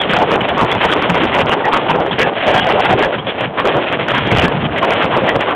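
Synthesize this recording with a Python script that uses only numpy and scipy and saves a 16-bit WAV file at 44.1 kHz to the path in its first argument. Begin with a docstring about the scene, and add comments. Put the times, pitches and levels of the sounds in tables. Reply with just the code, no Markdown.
"""Hail on a parked car, heard from the cabin, close under roof and windshield, on a narrow-band phone mic.
From the start a dense patter swells with the gusts; bigger stones land in clumps and set panels ringing,
and single heavy stones crack, the loudest overloading the recorder into bright ticks.
Just after 3 s the hail eases briefly; from about 4 s low thumps of the car body stand out,
and the clatter runs on to the end."""
import sys
import numpy as np
from scipy import signal
from scipy.io import wavfile
from scipy.ndimage import uniform_filter1d

SR = 44100
rng = np.random.default_rng(int(sys.argv[2]) if len(sys.argv) > 2 else 0)


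def bounce(signal):
    """Save signal as a 16-bit WAV file at the path given by the first command-line argument."""
    frames = np.transpose(np.atleast_2d(signal))
    limited = np.clip(frames, -1, 1)
    pcm = np.round(limited * 32767).astype(np.int16)
    wavfile.write(sys.argv[1], SR, pcm)


N = 244755

# Gusts driving the hail: t/s, roof level/dB, glass over roof/dB, body thump over roof/dB, roof ring f/Hz
GUSTS = [(0.0, -17, -10.5, -7, 632), (0.3, -18.5, -7.5, -6, 595), (0.6, -17.5, -6.5, -3.5, 763),
         (0.95, -16.5, -5.5, -6.5, 622), (1.3, -17.5, -9, -5.5, 650), (1.62, -18.5, -10, -9.5, 753),
         (2.0, -19, -10, -3.5, 590), (2.3, -19.5, -10, -10, 617), (2.55, -20.5, -2, -6, 648),
         (3.0, -17.5, -8, -11.5, 570), (3.2, -28, -6, 3.5, 570), (3.351, -21, -10, -8, 650),
         (3.54, -24.5, -10.5, -5, 604), (3.72, -15, -9, -9, 516), (4.05, -23.5, -3, -4.5, 590),
         (4.42, -17, -1.5, -2, 617), (4.68, -22.5, -11, 5.5, 563), (4.85, -19.5, -10.5, -10, 707),
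         (5.2, -18.5, -8.5, -7, 556), (5.55, -18.5, -5.5, -8, 687)]


def heavy_stones(swing, light_count=120):
    """Single stones overhead: a push and a short ring, signed the way the panel already swings."""
    # Heavy stones striking the car: t/s, blow level/dB, ring f/Hz
    heavy = [(0.0181, -1.5, 3240), (0.0965, -2.5, 3280), (0.1355, 5.5, 1480), (0.1409, 3, 1360),
             (0.1522, -14, 870), (0.1605, -6, 760), (0.1658, -5, 750), (0.1714, -6, 720), (0.2197, -9, 790),
             (0.2272, 1, 520), (0.2376, -2.5, 845), (0.3094, 0.0, 1050), (0.3176, 3.5, 1140),
             (0.3251, -2.5, 610), (0.331, -2.5, 550), (0.3397, -14, 530), (0.3586, 4, 580),
             (0.4141, -2, 2940), (0.5762, -2.0, 1050), (0.5812, 0, 960), (0.5939, -1.0, 1210),
             (0.6031, 0, 1100), (0.6133, 5, 1010), (0.6203, 6, 944), (0.6273, 0, 830), (0.6333, 5, 694),
             (0.6482, 0, 516), (0.7167, 1, 3300), (0.7222, -0.5, 2050), (0.7282, 1, 940),
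             (0.7511, -1.5, 860), (0.8313, -1, 1160), (0.8373, -2.5, 1020), (0.8444, -14, 960),
             (0.8503, 1, 555), (0.8576, 4, 460), (0.8891, -1.5, 1170), (0.9058, -1, 1450),
             (0.9177, 0, 3380), (0.9259, -0.5, 3340), (0.93, -1.5, 3300), (1.0242, 1, 1240),
             (1.102, 1.5, 2570), (1.1077, 1, 1020), (1.1456, 2, 1170), (1.1541, 0, 654), (1.1621, -7, 1270),
             (1.1721, -11, 970), (1.178, -9, 1010), (1.2138, -5.5, 1390), (1.236, -1.5, 1340),
             (1.2539, -3, 1070), (1.262, -0.5, 325), (1.3426, -1.5, 2730), (1.3495, -1, 930),
             (1.3796, -1, 900), (1.3867, 2, 900), (1.3934, 1, 840), (1.3989, -4, 530), (1.4066, -2, 557),
             (1.4143, 2, 1100), (1.4203, -3, 900), (1.4604, -2.5, 910), (1.4951, 4, 1100),
             (1.5149, 0, 2750), (1.5282, 1.5, 1450), (1.5396, 2, 1040), (1.6549, 1, 1820),
             (1.6738, -2, 870), (1.7318, 2, 970), (1.7373, 5, 1140), (1.7429, 4.5, 1190),
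             (1.7478, -2.0, 1240), (1.7556, -6.5, 1260), (1.7617, -3, 1030), (1.7673, 4, 960),
             (1.774, -1, 980), (1.8928, -4, 970), (1.8979, 0.5, 930), (1.9061, 0.0, 940),
             (1.9137, 3.5, 750), (1.9604, 0, 506), (2.0024, -0.5, 690), (2.191, 2, 640), (2.1968, 2.5, 690),
             (2.2028, -5.5, 1700), (2.2098, -6, 2050), (2.2149, -3, 1950), (2.2214, -3.5, 2170),
             (2.2267, -3, 2520), (2.2743, -0.5, 805), (2.4694, 0, 520), (2.4785, -3.5, 574),
             (2.4845, 0.5, 650), (2.4921, -4, 660), (2.497, 2, 704), (2.5068, -1.0, 580), (2.5432, 0, 1430),
             (2.5491, 3, 556), (2.5534, 0.5, 760), (2.5614, 0, 800), (2.5687, -4, 830), (2.5771, -1, 740),
             (2.5822, -3.5, 800), (2.598, 2, 1620), (2.6471, 1.5, 676), (2.6652, -2, 700), (2.67, -4, 785),
             (2.6909, 2, 960), (2.699, 1.0, 1090), (2.7108, -3, 830), (2.7161, -6, 750),
             (2.7241, -3.5, 510), (2.7457, -4.5, 510), (2.7572, -6, 430), (2.7902, -1, 750),
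             (2.7987, 1, 780), (2.8053, 1, 820), (2.8351, -3, 730), (2.8503, -2.0, 840), (2.8555, 1, 830),
             (2.8963, -1, 780), (2.9078, 2, 820), (2.9138, -6, 540), (2.93, -2, 755), (2.9395, -11, 790),
             (2.948, -2, 330), (2.9651, -5.5, 420), (2.9869, -3, 705), (3.0267, 4.5, 900),
             (3.0404, -10, 670), (3.0484, 2, 820), (3.0589, -3.0, 540), (3.0678, -1, 550),
             (3.4089, -2, 673), (3.587, -2, 1040), (3.6007, 2.5, 1050), (3.6483, -11, 440),
             (3.6554, 3.5, 1320), (3.6611, 0, 477), (3.6678, -3, 680), (3.6786, -4, 570), (3.696, -8, 530),
             (3.7697, -6, 560), (4.0852, 1, 1460), (4.0949, -14, 660), (4.1192, 0, 1290),
             (4.1691, -1, 1420), (4.1816, -2.5, 1320), (4.2742, 1, 330), (4.3103, -5.5, 2190),
             (4.3163, 0.5, 2120), (4.3215, 4, 950), (4.3276, -2.0, 440), (4.3386, -3, 740),
             (4.3648, 1, 765), (4.3723, 5, 794), (4.3928, -1, 2930), (4.3974, -7.5, 3030),
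             (4.4148, -4, 2660), (4.4283, 0.5, 2600), (4.4351, 3, 330), (4.4401, -5, 1700),
             (4.4518, -11, 1720), (4.4602, -10, 1110), (4.4821, 2.5, 1060), (4.5241, -4, 600),
             (4.7851, -0.5, 2140), (4.83, -7, 1070), (4.8407, -3, 710), (4.8503, 0, 1150),
             (4.8829, -1.5, 520), (4.89, -1, 520), (4.907, 2, 2450), (4.9242, -3, 1970),
             (5.0275, -4.5, 860), (5.0449, -0.5, 840), (5.0556, -2, 590), (5.1564, -3.5, 1030),
             (5.1682, -0.5, 850), (5.174, 3, 570), (5.2926, -2, 1880), (5.3132, -2, 510), (5.3575, -4, 530),
             (5.3631, -1, 500), (5.4088, -1, 2050)]
    out, t = np.zeros(N), np.arange(-40, 400) / SR
    push = np.exp(-(t / 0.00014) ** 2)
    fade = np.where(t < 0, np.exp(-(t / 0.00071) ** 2), np.exp(-t / 0.0019))
    # Lighter stones fall at random, 10 to 13 dB over the roof level of the gust.
    when, pitch, size = rng.random((light_count, 3)).T
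    when = when * N / SR
    gust_s, roof_db = np.transpose(GUSTS)[:2]
    light_db = np.interp(when, gust_s, roof_db) + 13 - 3 * size
    light = np.transpose([when, light_db, 400 * 8 ** (pitch ** 2.5)])
    for s, db, hz in np.vstack([heavy, light]):
        sign = np.sign(swing[min(round(s * SR), N - 1)])
        crack = 0.48 * push + 0.3 * fade * np.cos(2 * np.pi * hz * t)
        add(out, s + t[0], sign * gain_of(db) * crack)
    return out


def patter(patch_s=0.029):
    """Small stones fall without pause, in patches; the ring drifts as gusts move them over the roof."""
    s, *columns = np.transpose(GUSTS)
    roof_db, glass_db, thump_db, roof_hz = (np.interp(np.arange(N) / SR, s, c) for c in columns)
    patches = wander(rng.standard_normal((3, N)), round(patch_s * SR))
    patch_db = np.array([[4], [2], [3]]) * patches
    body, roof, glass = hail(spread_db=4, sleet=0.23, own=0.76) * gain_of(patch_db)
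    body = gain_of(thump_db) * panel_ring(body, hz=132, width_hz=69, share=0.12)
    roof = panel_ring(roof, roof_hz, width_hz=440, share=0.33)
    return gain_of(roof_db) * (roof + gain_of(glass_db) * glass + body)


def flurries():
    """Clumps of bigger stones start fast, hold and die away; the glass falls silent before the roof."""
    # Clumps landing: t/s, roof level/dB, roof ring f/Hz, glass over roof/dB, glass ring f/Hz,
    # body thump over roof/dB, length/s
    clumps = [(0.008, -26, 1000, 8, 3240, -4, 0.028), (0.091, -23.5, 1220, 7, 3240, -16, 0.036),
              (0.132, -17.5, 744, 1, 1430, -15, 0.043), (0.207, -9.5, 762, -13, 1390, -14, 0.026),
              (0.269, -18.5, 480, -2, 1420, -14, 0.092), (0.304, -21.5, 550, -16, 2210, -10.5, 0.05),
              (0.403, -24.5, 460, 10, 2930, -26, 0.0074), (0.43, -18, 710, -3, 2900, -25, 0.021),
              (0.48, -17.5, 710, 1.5, 3310, -18, 0.017), (0.569, -21, 1000, 1.5, 1390, -28, 0.055),
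              (0.612, -16.5, 890, -25, 2050, -8, 0.058), (0.701, -22, 1020, 1, 2070, -16, 0.024),
              (0.749, -17.5, 880, -9, 2090, -10, 0.016), (0.804, -19, 900, 3.5, 1700, -18, 0.049),
              (0.856, -23, 458, 1.5, 1450, -4, 0.055), (0.918, -14.5, 1225, 1.5, 3490, -18, 0.013),
              (0.96, -18.5, 517, -10, 1710, -10, 0.0085), (1.022, -17, 1110, 1, 1410, -18, 0.02),
              (1.088, -17, 980, 1, 1410, -1, 0.015), (1.138, -16, 485, -2.5, 2070, -15, 0.049),
              (1.199, -15.5, 304, -3.5, 1420, -16, 0.045), (1.315, -18.5, 940, 1, 2050, -19, 0.052),
              (1.384, -16, 511, 0, 2764, -5.5, 0.038), (1.464, -18, 405, -0.5, 1500, -4, 0.032),
              (1.514, -16, 840, 1.5, 1400, -7, 0.023), (1.565, -16, 410, -20, 1410, -26, 0.017),
              (1.595, -17, 830, -8, 1690, -21, 0.013), (1.644, -17, 870, -5, 1850, -23, 0.045),
              (1.713, -16, 1150, -1.5, 1400, -26, 0.068), (1.881, -17, 960, -0.5, 2790, -9, 0.035),
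              (1.937, -13.5, 490, -8.5, 1410, -15, 0.018), (1.987, -16, 740, -22, 3070, -29.5, 0.028),
              (2.051, -21, 480, -2, 1400, -16, 0.019), (2.069, -21.5, 405, -8.5, 1810, -12, 0.011),
              (2.108, -21, 900, 2, 3310, 2, 0.025), (2.181, -15.5, 451, 1, 1990, -11, 0.054),
              (2.249, -17.5, 746, -4, 1630, -25, 0.046), (2.362, -18.5, 660, -4, 1520, -20.5, 0.023),
              (2.424, -16.5, 654, -8, 1500, -18, 0.021), (2.455, -14.5, 607, -5, 1670, -15, 0.058),
              (2.526, -15.5, 748, -2, 1690, -5, 0.072), (2.62, -19.5, 765, -5, 3030, -13, 0.0088),
              (2.654, -18, 645, -1.5, 1580, -23, 0.032), (2.695, -11.5, 780, -5.5, 2550, -23, 0.021),
              (2.743, -14.5, 595, -9.5, 1990, -10, 0.034), (2.776, -14.5, 770, -9, 1400, -20, 0.031),
              (2.832, -18, 830, 3, 1500, -9, 0.035), (2.884, -13, 650, -4, 1650, -5.5, 0.05),
              (2.974, -14, 397, -6, 2310, -10, 0.035), (3.016, -19.5, 644, 0.5, 1740, -21, 0.038),
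              (3.069, -19, 552, -12, 1400, -11, 0.04), (3.123, -18.5, 533, -0.5, 1550, -18, 0.029),
              (3.178, -22.5, 1050, 0, 3040, -9, 0.012), (3.264, -19, 572, -0.5, 3450, -22, 0.044),
              (3.377, -21, 654, -0.5, 2740, -21.5, 0.037), (3.426, -25.5, 530, 5.5, 1730, -19, 0.029),
              (3.571, -18, 1092, 0.5, 1790, -11, 0.039), (3.643, -14, 560, -4, 1440, -16, 0.055),
              (3.732, -16.5, 463, -5, 1550, -3, 0.015), (3.778, -27, 495, -12, 3160, -15, 0.027),
              (3.845, -27, 800, -9, 1570, -16, 0.025), (3.86, -30, 574, 9, 2490, -15, 0.032),
              (3.92, -21.5, 430, 2.5, 1720, -23, 0.032), (3.987, -18.5, 564, -0.5, 1500, -5, 0.029),
              (4.077, -17, 626, 0.5, 1640, -21, 0.041), (4.135, -17, 960, 0.5, 1450, -3.5, 0.051),
              (4.205, -23, 586, -1, 3320, -5, 0.023), (4.25, -25, 300, 4.5, 3300, -5, 0.04),
              (4.304, -15.5, 443, -1, 2210, -3, 0.023), (4.384, -20, 580, 6.5, 2970, -6, 0.013),
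              (4.42, -20, 385, 2.5, 1710, 6, 0.037), (4.511, -14.5, 484, -8.5, 1570, -11.5, 0.011),
              (4.593, -29, 300, 3.5, 2780, 1, 0.032), (4.637, -20, 684, -0.5, 3100, -1, 0.025),
              (4.705, -22.5, 310, -4, 1670, -8, 0.054), (4.758, -21, 597, 2.5, 2030, -4, 0.034),
              (4.812, -14, 690, -3.5, 1410, -15, 0.041), (4.867, -16.5, 526, -4, 2300, -20, 0.049),
              (4.915, -20.5, 573, 4, 1740, -1, 0.02), (4.96, -22, 557, -10, 1600, -16, 0.028),
              (4.999, -18.5, 1210, 3, 1420, -14, 0.036), (5.037, -18, 540, -7, 1420, -11, 0.041),
              (5.102, -18.5, 973, -5, 1430, -8, 0.066), (5.161, -14, 550, -23, 1570, -22, 0.024),
              (5.233, -22, 564, -6, 2670, -10, 0.022), (5.27, -21, 650, 5.5, 1850, -15, 0.029),
              (5.343, -12.5, 540, -6, 1410, -18, 0.017), (5.401, -22, 870, 4, 1820, -25, 0.026),
              (5.466, -19, 1110, -2, 1440, -13, 0.06)]
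    stones = np.pad(hail(spread_db=3.5, sleet=0.26, own=0.65), ((0, 0), (0, SR // 4)))
    out, t = np.zeros(N), np.arange(SR // 6) / SR
    rise_s = np.array([[0.003], [0.006], [0.008]])  # roof, glass, body
    decay_s = np.array([[0.016], [0.009], [0.025]])
    for s, db, roof_hz, glass_db, glass_hz, thump_db, length in clumps:
        body, roof, glass = stones[:, round(s * SR):][:, :len(t)]
        roof = panel_ring(roof, roof_hz, width_hz=110, share=0.54)
        glass = panel_ring(glass, glass_hz, width_hz=260, share=0.25)
        envelopes = (1 - np.exp(-t / rise_s)) * np.exp(-np.maximum(t - length, 0) / decay_s)
        parts = np.array([roof, glass, body]) * envelopes
        # Each part carries the energy of its blow, however its stones fell.
        trim = np.linalg.norm(envelopes, axis=1) / (np.linalg.norm(parts, axis=1) + 1e-9)
        add(out, s, gain_of(db) * (trim * gain_of([0, glass_db, thump_db])) @ parts)
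    return out


def ringing_notes(faint_count=300, waver_depth=0.024):
    """A struck panel or pane builds up a note that wavers, rattles and fades; faint ones come at random."""
    # Notes that stand out of the clatter: t/s, level/dB, f/Hz, length/s
    clear = [(0.0, -15.5, 3390, 0.016), (.16, -14, 734, 0.08), (.304, -18, 172, 0.029),
             (.496, -17, 694, 0.028), (.592, -13, 1109, 0.023), (.71, -20, 3390, 0.021),
             (.833, -24, 928, 0.061), (1.091, -13.5, 176, 0.038), (1.159, -13, 977, 0.019),
             (1.399, -31, 2780, 0.03), (1.5, -20, 2844, 0.031), (1.639, -17, 1880, 0.023),
             (1.658, -18, 845, 0.059), (1.738, -20, 1255, 0.044), (1.878, -18, 958, 0.056),
             (1.976, -11.5, 818, 0.018), (2.11, -18, 3325, 0.014), (2.18, -19, 1700, 0.14),
             (2.185, -21.5, 2690, 0.066), (2.261, -15, 815, 0.02), (2.463, -13, 608, .029),
             (2.562, -19, 3240, .067), (2.564, -15, 760, 0.028), (2.578, -21, 1612, 0.023),
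             (2.6, -17, 2950, 0.028), (2.651, -14, 714, 0.021), (2.688, -19, 2000, 0.023),
             (2.73, -10, 432, .019), (2.912, -12.5, 750, 0.028), (2.929, -13.5, 126, 0.026),
             (2.951, -11, 395, 0.027), (3.025, -15, 1667, 0.031), (3.05, -15, 539, 0.028),
             (3.19, -22.5, 3240, 0.017), (3.641, -18, 400, 0.047), (3.767, -13.5, 504, 0.042),
             (4.104, -19.5, 127, 0.069), (4.17, -26, 1504, 0.034), (4.22, -15, 104, 0.024),
             (4.255, -28, 146, 0.036), (4.315, -9.5, 116, .047), (4.37, -12, 80, 0.031),
             (4.429, -26, 174, 0.036), (4.449, -18, 1700, .04), (4.82, -11.5, 1060, 0.023),
             (4.87, -23, 553, 0.018), (5.132, -16, 975, 0.038), (5.218, -7.5, 535, 0.015),
             (5.275, -21, 1931, 0.053), (5.349, -19.5, 546, 0.04)]
    out, t = np.zeros(N), np.arange(SR // 12) / SR
    when, pitch, size = rng.random((faint_count, 3)).T
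    faint_hz = 130 * 26 ** pitch
    faint_db = -25 - 10 * size - 7.1 * abs(np.log2(faint_hz / 500))
    faint = np.transpose([when * N / SR, faint_db, faint_hz, np.full(faint_count, 0.037)])
    for s, db, hz, length in np.vstack([clear, faint]):
        noise = rng.standard_normal((2, len(t)))
        waver, rattle = wander(noise, 120)
        phase = 2 * np.pi * np.cumsum(hz * (1 + waver_depth * waver)) / SR + 10 * noise[0, 0]
        swell = t / (0.34 * length) * np.exp(1 - t / (0.36 * length))
        add(out, s, gain_of(db) * swell * (1 + 0.45 * rattle) * np.sin(phase))
    return out


def hail(spread_db, sleet, own, stones_per_s=600):
    """Uneven blows over fine sleet; body, roof and glass share one stream and each catch their own."""
    slot = round(SR / stones_per_s)  # each stream has one blow somewhere in each slot
    starts = np.arange(0, N, slot)
    at = starts + rng.integers(0, slot, (4, len(starts)))
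    size = gain_of(spread_db * np.minimum(rng.exponential(1, at.shape), 3))
    blows = np.zeros((4, N + slot))
    np.put_along_axis(blows, at, size * rng.choice([-1, 1], at.shape), axis=1)
    blows = unit_rms(blows[:, :N]) + sleet * rng.standard_normal((4, N))
    caught = blows[0] + own * blows[1:]
    body, roof, glass = signal.oaconvolve(caught, cabin_response()[None], axes=1)[:, :N]
    body_roof_hz, roof_glass_hz = 238.5, 1373
    body = butterworth(body, 2, body_roof_hz, "low")
    roof = butterworth(roof, 2, [body_roof_hz, roof_glass_hz], "band")
    glass = butterworth(glass, 3, roof_glass_hz, "high")
    return np.array([unit_rms(body), unit_rms(roof), unit_rms(glass)])


def panel_ring(x, hz, width_hz, share):
    """The struck patch of panel lends its resonance to a share of the sound."""
    turn = np.exp(2j * np.pi * np.cumsum(hz * np.ones(len(x))) / SR)
    pole = np.exp(-np.pi * width_hz / SR)
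    # Shift hz down to zero, smooth, shift back.
    ring = (turn * signal.lfilter([1 - pole], [1, -pole], x / turn + 1e-18)).real
    return unit_rms((1 - share) * unit_rms(x) + share * unit_rms(ring))


def cabin_response():
    """One blow as it arrives at the microphone inside the car: a minimum-phase impulse response."""
    # Response of panels, cabin and microphone together: f/Hz, level/dB
    cabin_curve = [(15, -41.5), (30, -36), (60, -15.5), (119, -4), (218, -0.5), (495, -2.5), (731, -4.5),
                   (1460, -7.5), (2300, -10), (3250, -11), (3550, -18), (3950, -29), (4300, -34.5),
                   (5500, -92)]
    hz, db = np.transpose(cabin_curve)
    bin_hz = abs(np.fft.fftfreq(8192, 1 / SR)) + 1
    log_gain = np.log(gain_of(np.interp(np.log(bin_hz), np.log(hz), db)))
    spectrum = np.exp(np.conj(signal.hilbert(log_gain)))
    return np.fft.ifft(spectrum).real[:4096]


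def gain_of(db):
    """Decibels to amplitude."""
    return 10 ** (np.asarray(db) / 20)


def unit_rms(x):
    """Scales to unit rms."""
    return x / np.sqrt(np.mean(x ** 2) + 1e-20)


def wander(noise, span):
    """Smooths noise twice over span samples into a drift of unit rms."""
    return unit_rms(uniform_filter1d(uniform_filter1d(noise, span), span))


def butterworth(x, order, hz, kind):
    """Causal low-, band- or high-pass."""
    return signal.sosfilt(signal.butter(order, hz, kind, fs=SR, output="sos"), x)


def add(mix, s, sound):
    """Mixes a sound in at s seconds."""
    part = mix[max(round(s * SR), 0):][:len(sound)]
    part += sound[:len(part)]


def scene():
    """All the hail from one spot in the cabin, in mono."""
    clatter = patter() + flurries() + ringing_notes()
    return (clatter + heavy_stones(clatter))[None]


def record(dry):
    """The phone: a narrow-band microphone, sharp-kneed overload, faint hiss, then the band limit."""
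    mic_low_hz, mic_high_hz, band_limit_hz = 45, 4300, 15850
    ceiling, knee, hiss_db = 0.705, 22, -97
    mic_filter = signal.firwin(151, mic_high_hz, window=("kaiser", 9), fs=SR)
    narrow = signal.oaconvolve(dry, mic_filter[None], "same")
    narrow = butterworth(narrow, 2, mic_low_hz, "high")
    clipped = narrow / (1 + abs(narrow / ceiling) ** knee) ** (1 / knee)
    hiss = gain_of(hiss_db) * rng.standard_normal(dry.shape)
    band_limit = signal.firwin(511, band_limit_hz, window=("kaiser", 9), fs=SR)
    return signal.oaconvolve(clipped + hiss, band_limit[None], "same")


dry = scene()
out = record(dry)
bounce(out)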